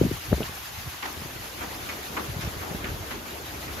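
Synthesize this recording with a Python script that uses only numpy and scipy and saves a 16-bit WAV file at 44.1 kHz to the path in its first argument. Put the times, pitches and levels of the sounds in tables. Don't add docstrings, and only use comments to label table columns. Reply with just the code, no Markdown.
import sys
import numpy as np
from scipy import signal
from scipy.fft import rfft, irfft, next_fast_len
from scipy.io import wavfile
from scipy.ndimage import uniform_filter1d, map_coordinates

SR = 44100
rng = np.random.default_rng(int(sys.argv[2]) if len(sys.argv) > 2 else 0)


def bounce(signal):
    frames = np.transpose(np.atleast_2d(signal))
    limited = np.clip(frames, -1, 1)
    pcm = np.round(limited * 32767).astype(np.int16)
    wavfile.write(sys.argv[1], SR, pcm)


N = 167580

# t/s, level/dB
RAIN_LEVEL = [(0.0, -40), (0.66, -41), (1.0, -41.5), (1.39, -42), (1.87, -40.5), (2.5, -41.5), (3.23, -43),
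              (3.6, -41.5), (3.8, -41.5)]
ROAR_LEVEL = [(0.0, -40.5), (0.17, -49), (0.68, -52.5), (1.05, -52), (1.15, -47), (1.43, -46.5),
              (1.65, -46), (1.82, -42.5), (2.1, -43), (2.56, -43), (2.77, -41), (3.15, -44.5), (3.42, -43),
              (3.65, -44), (3.8, -41.5)]
RUMBLE_LEVEL = [(0,-32),(.15,-38.5),(.24,-50.5),(.32,-28),(.55,-48.5),(.66,-46.5),(.78,-42.5),(.97,-51.5),(1.2,-45.5),(1.5,-48),(1.7,-43),(2.0,-50),(2.2,-45),(2.42,-39.5),(2.65,-44.5),(2.9,-35.5),(3.05,-42.5),(3.15,-43.5),(3.3,-49.5),(3.5,-44.5),(3.65,-43),(3.8,-41)]

# f/Hz, level/dB per Hz
RAIN_MID = [(300, -42), (600, -3.5), (750, 2.5), (1200, 2), (2500, 1), (4500, -2.5), (5500, -5),
            (6500, -3.5), (7500, -9.5), (8200, -26), (8700, -82), (9100, -88), (9550, -16.5), (9900, -8.5),
            (12800, -4), (14300, -8.5), (15600, -22)]
RAIN_SIDE = [(300, -24), (600, -7), (750, 1.5), (1200, 0), (2100, 0), (2600, -0.5), (4500, -5), (5200, -5),
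             (6600, -7), (9000, -1.5), (12300, -9.5), (13000, -57), (13500, -90)]
ROAR_MID = [(100, -5), (200, 1), (320, 4), (500, -0.5), (900, -6), (2000, -22.5), (4000, -75)]
ROAR_SIDE = [(100, -20), (200, -8), (320, -5.5), (600, -4), (900, -8), (2000, -10), (4000, -53)]
RUMBLE_MID = [(20, -49), (40, -7), (75, 1.5), (120, -6), (200, -16), (400, -37), (800, -84)]

# t/s, nominal level/dB, burst centre f/Hz, burst width/octaves, burst t60/s,
# low slosh level/dB and spray level/dB relative to the burst
SPLASHES = [(.436,-38,1500,0.76,0.21,-10,-10),(1.025,-28.5,1520,0.86,0.14,-9,-15),(1.053,-30.5,1310,1,0.095,-16,-12),(1.349,-48,2200,.4,0.11,-12,-13),(1.607,-31.5,1290,0.7,0.18,-4.5,-29),(1.888,-30,2180,0.58,0.078,-33,-8),(2.166,-25.5,1400,0.75,0.11,-5.5,-19),(2.408,-37.5,1960,0.93,0.38,-11,-7),(2.589,-39,1900,0.39,0.074,-4,-24),(2.614,-38,1080,0.6,0.51,-2,-33),(2.815,-39,1800,0.5,0.15,-11,-25),(2.84,-31,2200,0.5,0.13,-6.5,-20),(3.107,-33.5,1480,0.95,0.24,-1.1,-15),(3.68,-37.5,2120,0.36,0.15,-13,-21)]

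# t/s, level of each mode/dB, nominal f/Hz, t60/s
TICKS = [(.4305, -23, 2960, 0.013), (.68, -35, 12500, .003), (1.028, -30.5, 2120, .05),
         (1.055, -27, 1700, 0.014), (1.127, -27, 12700, 0.005), (1.864, -37, 12500, 0.0034),
         (1.892, -28.5, 2217, 0.06), (2.166, -26, 1217, 0.042), (2.188, -27, 1140, .04),
         (2.843, -34, 1930, 0.036), (2.856, -33, 1580, .04), (3.677, -34, 2190, 0.031)]
TICK_MODES = (.9, 1.0, 1.11)

# t/s, nominal peak level/dB, nominal f/Hz, nominal length/cycles,
# sharp edge level/dB relative to the swing
EDDIES = [(0.016,-5.5,332,0.98,-28),(.022,-13.5,170,1.1,-16),(.038,-20,194,2.2,-6.5),(.055,-15.5,218,2.1,-20),(0.068,-22,304,3.2,-20),(0.08,-29,150,0.96,-7),(0.096,-27,120,1.1,-14),(.116,-19,326,1.7,-20),(0.129,-26,108,1.1,-15),(0.142,-26,109,0.79,-19),(0.3,-33,98,2.9,-18),(.330,-11.5,180,1.28,0),(.342,-21.5,110,1.0,-12),(.382,-31,112,1.2,1.5),(.407,-17.5,232,0.7,-7.5),(.417,-29,223,2.2,-6),(.423,-26.5,497,1.9,-6),(0.44,-32,120,1.1,-5),(.496,-30,160,0.36,-7),(0.878,-30,116,2.1,-9),(1.176,-34,100,1.4,-7),(1.222,-32.5,175,1.2,-5.5),(1.26,-33,129,1.6,-1),(1.365,-35,128,0.83,-3),(1.41,-33.5,109,0.79,-14),(1.679,-37,147,1.3,-13),(2.106,-32,171,1.1,-17),(2.279,-33,167,0.95,-13),(2.3,-26,120,1.7,-21),(2.37,-26,130,1.2,-31),(2.395,-24.5,126,0.67,-27),(2.452,-31.5,118,2.6,-10),(2.478,-24,147,1,-11),(2.569,-29,105,0.78,-15),(2.716,-24.5,139,0.83,-12),(2.75,-21,180,0.8,-19),(2.762,-30,90,1.3,-22),(2.844,-28,150,0.64,-2),(2.903,-41,129,0.42,-10),(2.923,-33.5,113,1.5,-1),(2.946,-29.5,118,0.89,-12),(3.678,-39,123,5,-11)]

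# f/Hz, left over right level/dB
BALANCE = [(150, 0.2), (330, 1), (800, 1.9), (1800, 0), (2800, 0.2), (4500, 2.5), (6500, 2.7), (7800, -4)]

DROPS_DB, DROP_SPREAD_DB = -11.5, 1
RUMBLE_SIDE_DB, LUMP_DB = -13, 1.5

SPLASH_RISE_S, ECHO_S, ECHO_DB, GRAIN_DB = .002, .027, -8, 2.2
SLOSH_HZ, SLOSH_RISE_S, SLOSH_T60_S = 312, 0.016, 0.38
TAIL_RATIO, TAIL_DB, TAIL_LONGER = 0.65, -5, 2.67

SAG, EDGE_RATIO = 0.42, 2.74
SNAP_DB, EDDY_SIDE_DB = -9.5, -12.5
RAG_DB, RAG_HZ, RAG_S = -14.5, 474, 0.012

TICK_PHASE_SPREAD, EDDY_PHASE_SPREAD = .3, .3
LOW_CUT_HZ, TOP_HZ = 34, 15700


def amp(db):
    return 10 ** (np.asarray(db) / 20)


def unit(x):
    return x / np.sqrt(np.mean(x ** 2) + 1e-20)


def along(points, hz):
    f, value = np.transpose(points)
    return np.interp(np.log(hz + 1), np.log(f + 1), value)


def curve(rows):
    s, value = np.transpose(rows)
    return np.interp(np.arange(N) / SR, s, value)


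def wobble(rate):
    knots = rng.standard_normal(400)
    fast_knots = knots - uniform_filter1d(knots, size=5)
    return map_coordinates(fast_knots, [np.arange(N) * rate / SR])


def filtered(x, response):
    m = next_fast_len(x.shape[-1] + 8192)
    spectrum = rfft(x, m) * response(np.fft.rfftfreq(m, 1 / SR))
    return irfft(spectrum, m)[..., :x.shape[-1]]


def patchy(patchy_db):
    noises = signal.stft(rng.standard_normal((2, N)), nperseg=512)[2]
    field = rng.standard_normal(noises.shape[1:])
    field = uniform_filter1d(field, size=4, axis=0)
    field = uniform_filter1d(field, size=5, axis=1)
    field = field - uniform_filter1d(field, size=40, axis=1)
    return signal.istft(noises * amp(patchy_db * unit(field)), nperseg=512)[1][:, :N]


def stereo(pair, mid_db, side_db):
    mid, side = filtered(pair, lambda hz: amp([along(mid_db, hz), along(side_db, hz)]))
    return np.array([mid + side, mid - side]) / np.sqrt(np.mean(mid ** 2))


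def rain():
    count = 3000
    at = rng.integers(0, N, count)
    size = amp(DROP_SPREAD_DB * rng.exponential(size=count)) * rng.standard_normal((2, count))
    impulses = np.array([np.bincount(at, s, N) for s in size])
    t = np.arange(90) / SR
    click = rng.standard_normal(90) * amp(-60 * t / 0.00036)
    drops = signal.fftconvolve(impulses, [click], axes=1)[:, :N]
    pair = patchy(patchy_db=1.85) + amp(DROPS_DB) * unit(drops)
    level_db = curve(RAIN_LEVEL) + .5 * wobble(18) + 0.76 * wobble(29.76)
    return amp(level_db) * stereo(pair, RAIN_MID, RAIN_SIDE)


def roar():
    level_db = curve(ROAR_LEVEL) + 0.21 * wobble(7.77) + 0.85 * wobble(20)
    return amp(level_db) * stereo(patchy(patchy_db=1.35), ROAR_MID, ROAR_SIDE)


def buffet():
    side_db = [(hz, db + RUMBLE_SIDE_DB) for hz, db in RUMBLE_MID]
    lumps = unit(amp(LUMP_DB * wobble(28.02)))
    rumble = stereo(rng.standard_normal((2, N)), RUMBLE_MID, side_db)
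    return amp(curve(RUMBLE_LEVEL)) * lumps * rumble


def fall(t, rise, t60):
    since = np.abs(t)
    return (t > 0) * (1 - np.exp(-since / rise)) * amp(-60 * since / t60)


def splashes():
    length = 16000
    out, t = np.zeros((2, N + length)), np.arange(length) / SR

    def band(hz, octaves):
        noise = rng.standard_normal((2, length))
        return unit(filtered(noise, lambda f: np.exp(-.5 * (np.log2((f + 1) / hz) / octaves) ** 2)))

    for s, db, hz, octaves, t60, slosh_db, spray_db in SPLASHES:
        grain = amp(GRAIN_DB * np.interp(t * 400, np.arange(160), rng.standard_normal(160)))
        direct = fall(t, SPLASH_RISE_S, t60)
        echo = amp(ECHO_DB) * fall(t - ECHO_S, SPLASH_RISE_S, t60)
        shape = grain * np.hypot(direct, echo)
        burst = shape * (band(hz, octaves) + amp(spray_db) * band(5600, 0.35))
        tail_shape = fall(t, SLOSH_RISE_S / 2, TAIL_LONGER * t60)
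        tail = amp(TAIL_DB) * tail_shape * band(TAIL_RATIO * hz, 0.64 * octaves)
        alike, opposed = band(SLOSH_HZ, 0.58)
        low = alike + 0.51 * opposed * [[1], [-1]]
        slosh = amp(slosh_db) * fall(t, SLOSH_RISE_S, SLOSH_T60_S) * low
        start = round(s * SR)
        out[:, start:start + length] += amp(db) * (burst + tail + slosh)
    return out[:, :N]


def ticks():
    out = np.zeros((2, N))
    phases = TICK_PHASE_SPREAD * rng.uniform(-np.pi, np.pi, (len(TICKS), 3, 2, 1))
    for (s, db, hz, t60), phase in zip(TICKS, phases):
        t = np.clip(np.arange(N) / SR - s, 0, None)
        ring = sum(np.sin(2 * np.pi * k * hz * t + p) for k, p in zip(TICK_MODES, phase))
        rise = 1 - np.exp(-t / (0.054 * t60))
        out += amp(db - 60 * t / t60) * rise * ring
    return out


def eddies():
    half = 2000
    length = 2 * half
    out, t = np.zeros((2, N + length)), np.arange(-half, half) / SR
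    noise = rng.standard_normal(N + length)
    noise = unit(filtered(noise, lambda f: np.exp(-(np.log2((f + 1) / RAG_HZ) / 0.7) ** 2)))
    draws = rng.uniform(-np.pi, np.pi, (len(EDDIES), 4))
    for (s, db, hz, cycles, edge_db), draw in zip(EDDIES, draws):
        u = t * hz / cycles

        def swing(k, phase):
            turns = k * hz * t * (1 - SAG * np.tanh(u))
            return np.exp(-2.2 * (k * u) ** 2) * np.cos(2 * np.pi * turns + phase)

        def edge(phase):
            snap = amp(SNAP_DB + edge_db) * swing(EDGE_RATIO ** 2, phase)
            return amp(edge_db) * (swing(EDGE_RATIO, phase) + snap)

        start = round(s * SR)
        rag = amp(RAG_DB + edge_db) * np.exp(-(t / RAG_S) ** 2) * noise[start:start + length]
        edge_phase = EDDY_PHASE_SPREAD * draw[1]
        mid = swing(0.95, EDDY_PHASE_SPREAD * draw[0]) + edge(edge_phase) + rag
        side = amp(EDDY_SIDE_DB) * swing(0.96, draw[2]) + 0.47 * edge(edge_phase + 0.56 * draw[3])
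        out[:, start:start + length] += amp(db) * np.array([mid + side, mid - side])
    return out[:, half:N + half]


def scene():
    return rain() + roar() + buffet() + splashes() + ticks() + eddies()


def record(dry):
    def response(hz):
        left_over_right = along(BALANCE, hz) * (hz < BALANCE[-1][0])
        bass_cut = 1 / np.sqrt(1 + (LOW_CUT_HZ / (hz + 1)) ** 4)
        return amp(left_over_right * [[.5], [-.5]]) * (hz < TOP_HZ) * bass_cut

    return filtered(dry, response)


dry = scene()
out = record(dry)
bounce(out)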